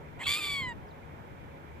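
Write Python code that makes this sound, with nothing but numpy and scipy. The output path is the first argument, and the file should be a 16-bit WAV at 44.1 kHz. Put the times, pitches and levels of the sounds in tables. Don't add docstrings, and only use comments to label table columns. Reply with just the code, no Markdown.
import sys
import numpy as np
from scipy import signal
from scipy.fft import rfft, irfft
from scipy.io import wavfile

SR = 44100
rng = np.random.default_rng(int(sys.argv[2]) if len(sys.argv) > 2 else 0)


def to_wav(s):
    ch = np.atleast_2d(s).T
    pcm = np.round(np.clip(ch, -1, 1) * 32767)
    wavfile.write(sys.argv[1], SR, pcm.astype(np.int16))


N = 79380
T, HZ = np.arange(N) / SR, np.fft.rfftfreq(N, 1 / SR)

# (time [s], frequency [Hz])
CRY_PITCH = [(.253, 1520), (.262, 1334), (.267, 1113), (.318, 1188), (.338, 1163), (.36, 1203),
             (.378, 1228), (.39, 1279), (.404, 1198), (.44, 1175), (.5, 1151), (.6, 1101), (.63, 1042),
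             (.673, 996), (.735, 919)]
# (time [s], level [dB])
CRY_LEVEL = [(.253, -58), (.258, -41.5), (.2635, -49), (.268, -27), (.319, -27), (.328, -30), (.345, -30),
             (.394, -36.5), (.415, -37), (.445, -33.5), (.495, -34), (.525, -33), (.61, -34.5),
             (.69, -37.5), (.727, -43), (.742, -87)]
# (time [s], roughness [0-1], bill closure [0-1])
VOICE_STATE = [(.265, 0.56, 0.4), (.315, 0.68, -0.5), (.335, .9, 0), (.35, 0.83, 0), (.39, 0.75, 0.08),
               (.44, .8, 0.08), (.49, 0.58, 0.24), (.53, 0.37, 0.05), (.6, 0.27, 0.4), (.66, 0.11, 0.71),
               (.73, 0.05, 1)]
# (frequency [Hz], gain with bill open [dB], gain with bill closed [dB])
THROAT_GAIN = [(500, -14, -37), (920, -15, -5.5), (1180, -14.5, -2.5), (1600, -3.5, -6), (1960, 0, -1.5),
               (2214, 0, 3.5), (2870, -4.5, -16.5), (3497, -0.5, -8), (3750, -13, -21.5), (4500, -6, -24),
               (5330, -22.5, -52), (6490, -33.5, -66), (6760, -27.5, -25), (6980, -15, -42),
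               (7780, -18.5, -25), (8200, -21.5, -48), (9500, -20.5, -54), (10400, -31, -71),
               (11600, -21, -51), (12000, -25, -58), (13300, -23.5, -61), (14500, -28, -62)]
# (frequency [Hz], gain [dB])
AIR_COLOUR = [(700, -18.5), (2300, -10), (4000, 1), (7000, 2.5), (14000, 5.5)]
AIR_DB = -3.5
JITTER, JITTER_HZ = 0.0231, 380
SCATTER, SCATTER_HZ = 0.26, 305
SMEAR = 0.97
FLUTTER_HZ, FLUTTER_SPREAD = 124.5, 0.3496
FLUTTER_DEPTH, FLUTTER_FADE_S = 0.9, 0.16
RATTLE_HZ, RATTLE_WIDTH_HZ, RATTLE_DEPTH = 236, 31, 0.13

# (time [s], frequency [Hz], level [dB])
SQUEAK_NOTE = [(.234, 2540, -45), (.237, 2580, -43), (.243, 2700, -44), (.251, 2490, -49.5),
               (.259, 2660, -40), (.268, 2740, -41)]
# (frequency [Hz], gain [dB])
SQUEAK_RASP_COLOUR = [(1000, -17), (1900, -14), (2800, -19), (3350, 7.5), (3750, -7), (4150, -5),
                      (5000, -31), (6200, -30), (7700, -16), (9500, -27), (14500, -29)]
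SQUEAK_RASP_DB = 3
# (time [s], fundamental [Hz], level [dB])
CATCH_NOTE = [(.189, 900, -68), (.193, 918, -48.5), (.206, 1022, -43), (.212, 1055, -39), (.234, 1110, -38),
              (.242, 1200, -76)]
# (frequency [Hz], gain [dB])
CATCH_THROAT = [(500, -14), (900, 0), (1300, -24), (1750, -3), (2050, 0), (2600, -8), (3300, -11),
                (3800, -22), (4300, -23), (5700, -42), (7700, -18), (9700, -38), (11000, -34), (14500, -35)]
CATCH_ROUGH, CATCH_AIR_DB = 1.5, -3.5

# (frequency [Hz], left minus right [dB])
GULL_LEVEL_DIFFERENCE = [(900, -7), (1150, 2.5), (1700, -4.5), (2300, 2.5), (2900, -2), (3450, -2),
                         (4600, -4), (6000, -8.5), (7700, -10.5), (9500, -3.5), (11000, 5.5), (13300, -6.5),
                         (14500, 10)]
# (frequency [Hz], lead of the left side [rad])
GULL_PHASE_LEAD = [(1000, 0.5), (2300, 1.06), (3000, 1), (3900, 1.04), (4700, 0.5), (7700, 1), (9400, 1.9),
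                   (11000, 0.5), (13000, 4), (14500, -18)]
ECHO_DB, ECHO_T60_S = -16, 0.06

# (time [s], frequency [Hz], level [dB])
CHIP_NOTE = [(.865, 5600, -84), (.88, 5300, -77), (.892, 4700, -69.5), (.901, 4400, -82), (.913, 3880, -60),
             (.926, 3550, -78)]
# (frequency [Hz], level [dB])
HUM_LINES = [(75.6, -60.5), (151, -58.5), (349, -77.5), (419, -65), (476, -65.5), (554.5, -64),
             (897, -61.5)]
HUM_WAVER, HUM_WAVER_HZ = 0.47, 3.2
FAR_LAG_S = 0.00048

# (time [s], half length [s], level [dB])
GUST_TIMES = [(.15, .04, -53), (.29, .028, -45), (.53, .02, -53), (.625, .022, -45), (.69, .028, -45),
              (.772, .018, -43), (.825, .02, -50), (1.325, .02, -50), (1.425, .015, -50)]
# (time [s], level [dB])
BREEZE_LEVEL = [(0, -53), (.3, -56.5), (.8, -51), (.94, -73), (1.05, -57), (1.5, -54.5), (1.62, -71),
                (1.8, -55)]
# (frequency [Hz], gain [dB])
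WIND_COLOUR = [(20, -7), (60, -3.5), (120, 1), (250, -9.5), (600, -16.5), (2000, -103)]
WIND_RIGHT_DB = -3.5

# (frequency [Hz], relative density [dB])
WASH_SPECTRUM = [(25, -19), (80, -0.5), (150, -5.5), (220, -7.5), (400, -10.5), (650, -13), (900, -10.5),
                 (1150, -17), (1500, -17), (1900, -20), (2330, -18.5), (2650, -27.5), (3400, -30),
                 (4400, -40), (7000, -42.5), (10000, -47.5), (13000, -43), (14500, -42.5)]
# (frequency [Hz], left-right likeness [0-1], left minus right [dB])
WASH_STEREO = [(60.3, 0.27, 2.5), (300, 0.72, 3), (650, 0.044, 0), (1460, 0.6, -5.5), (2260, 0.22, -2.5),
               (4900, 0, -3.5), (12300, 0.034, 1.5)]
WASH_DB, DIFFUSE_HZ = -48.5, 633
FLICKER_DB, FLICKER_HZ = 1.46, 23

EDGE_HZ = 14650


def amp(db):
    return 10 ** (np.asarray(db) / 20)


def evened(x):
    return x / np.sqrt(np.mean(abs(x) ** 2) + 1e-20)


def curves(table):
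    times, *columns = np.transpose(table)
    return [np.interp(T, times, column) for column in columns]


def during(table):
    return (T >= table[0][0]) & (T <= table[-1][0])


def read(table, hz):
    freqs, *columns = np.transpose(table)
    return [np.interp(np.log(hz + 1), np.log(freqs), column) for column in columns]


def colour(x, db):
    return irfft(rfft(x) * amp(db), N)


def wobble(width_hz, centre_hz=0):
    band = np.exp(-((HZ - centre_hz) / width_hz) ** 2 / 2)
    return evened(irfft(rfft(rng.standard_normal(N)) * band, N))


def gull():
    side_db, = read(GULL_LEVEL_DIFFERENCE, HZ)
    lead, = read(GULL_PHASE_LEAD, HZ)
    voice = catch() + squeak() + cry()
    half_lead = 0.5 * np.array([[1], [-1]]) * lead
    pair = irfft(rfft(voice) * np.exp(1j * half_lead), N)
    t = T[:SR // 4]
    scatter = rng.standard_normal((2, len(t))) * amp(-60 * t / ECHO_T60_S) * (t > .003)
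    scatter /= np.linalg.norm(scatter[0])
    echo = signal.fftconvolve(voice[None], scatter, axes=1)[:, :N]
    return colour(pair + amp(ECHO_DB) * echo, np.array([side_db, -side_db]) / 2)


def cry():
    rough, closed = np.clip(curves(VOICE_STATE), 0, 1)
    pitch, = curves(CRY_PITCH)
    tone, puffs = syrinx(pitch, rough, lambda hz: throat(hz, closed))
    air_db, = read(AIR_COLOUR, HZ)
    open_air, closed_air = [evened(colour(puffs, db + air_db)) for db in read(THROAT_GAIN, HZ)]
    air = (1 - closed) * open_air + closed * closed_air

    beats = np.cumsum(FLUTTER_HZ * (1 + FLUTTER_SPREAD * wobble(FLUTTER_HZ))) / SR
    stalls = np.sin(np.pi * beats) ** 8
    fade = np.exp(-np.maximum(T - VOICE_STATE[0][0], 0) / FLUTTER_FADE_S)
    depth = FLUTTER_DEPTH * fade * (1 + 0.14 * wobble(FLUTTER_HZ))
    flutter = 1 - np.clip(depth, 0, 1) * stalls
    rattle = 1 + RATTLE_DEPTH * np.sqrt(rough) * wobble(RATTLE_WIDTH_HZ, RATTLE_HZ)

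    voice = tone + amp(AIR_DB) * rough * air
    return voice * flutter * rattle * amp(curves(CRY_LEVEL)[0]) * during(CRY_LEVEL)


def syrinx(pitch, rough, shape_db):
    turn = 2 * np.pi * np.cumsum(pitch * (1 + JITTER * rough * wobble(JITTER_HZ))) / SR
    tone, power = np.zeros(N), np.zeros(N)
    for k in range(1, 15):
        gain = amp(shape_db(k * pitch))
        shake = SCATTER * rough * (wobble(SCATTER_HZ) + 1j * wobble(SCATTER_HZ)) / np.sqrt(2)
        overtone = (1 + shake) * np.exp(1j * (k * turn - SMEAR * k ** 2))
        tone += gain * overtone.real
        power += gain ** 2 * (1 + (SCATTER * rough) ** 2) / 2
    puffs = rng.standard_normal(N) * (1 + 0.68 * np.cos(turn))
    return tone / np.sqrt(power), puffs


def throat(hz, closed):
    open_db, closed_db = read(THROAT_GAIN, hz)
    return open_db + closed * (closed_db - open_db)


def squeak():
    hz, db = curves(SQUEAK_NOTE)
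    phase = 2 * np.pi * np.cumsum(hz * (1 + 0.0067 * wobble(JITTER_HZ))) / SR
    note = evened(np.sin(phase))
    rasp = evened(colour(rng.standard_normal(N), read(SQUEAK_RASP_COLOUR, HZ)[0]))
    return (note + amp(SQUEAK_RASP_DB) * rasp) * amp(db) * during(SQUEAK_NOTE)


def catch():
    pitch, db = curves(CATCH_NOTE)
    tone, puffs = syrinx(pitch, CATCH_ROUGH, lambda hz: read(CATCH_THROAT, hz)[0])
    air = evened(colour(puffs, read(CATCH_THROAT, HZ)[0]))
    return evened(tone + amp(CATCH_AIR_DB) * air) * amp(db) * during(CATCH_NOTE)


def chip():
    hz, db = curves(CHIP_NOTE)
    phase = 2 * np.pi * np.cumsum(hz * (1 + 0.026 * wobble(300))) / SR
    return np.sin(phase) * amp(db) * during(CHIP_NOTE)


def hum():
    out, t = np.zeros((2, N)), np.array([T - FAR_LAG_S, T])
    for hz, db in HUM_LINES:
        waver = 1 + HUM_WAVER * (wobble(HUM_WAVER_HZ) + 1j * wobble(HUM_WAVER_HZ))
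        line = waver * np.exp(2j * np.pi * (hz * t + rng.random()))
        out += amp(db) * evened(line.real)
    return out


def wind():
    breeze = amp(curves(BREEZE_LEVEL)[0] + 3.0 * wobble(27))
    gusts = sum(amp(db) * np.exp(-((T - s) / half) ** 2) for s, half, db in GUST_TIMES)
    rumble = evened(colour(rng.standard_normal((2, N)), read(WIND_COLOUR, HZ)[0]))
    return rumble * (breeze + gusts) * amp([[0], [WIND_RIGHT_DB]])


def wash():
    same, side_db = read(WASH_STEREO, HZ)
    same = np.clip(same, -1, 1)
    right, other = rfft(rng.standard_normal((2, N)))
    lag = np.exp(-2j * np.pi * HZ * FAR_LAG_S * (HZ > DIFFUSE_HZ))
    left = same * right * lag + np.sqrt(1 - same ** 2) * other
    side_gain_db = np.array([side_db, -side_db]) / 2
    pair = colour(irfft(np.array([left, right]), N), read(WASH_SPECTRUM, HZ)[0] + side_gain_db)
    for lo, hi in [(200, 1100), (1100, 1900), (1900, 2700)]:  # Hz, each band flickers by itself
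        band = irfft(rfft(pair) * ((HZ >= lo) & (HZ < hi)), N)
        pair = pair + band * (amp(FLICKER_DB * wobble(FLICKER_HZ)) - 1)
    return amp(WASH_DB) * evened(pair)


def scene():
    return gull() + chip() + hum() + wind() + wash()


def record(dry):
    lowpass = signal.firwin(511, EDGE_HZ, window=("kaiser", 9), fs=SR)
    return signal.oaconvolve(dry, lowpass[None], "same")


dry = scene()
out = record(dry)
to_wav(out)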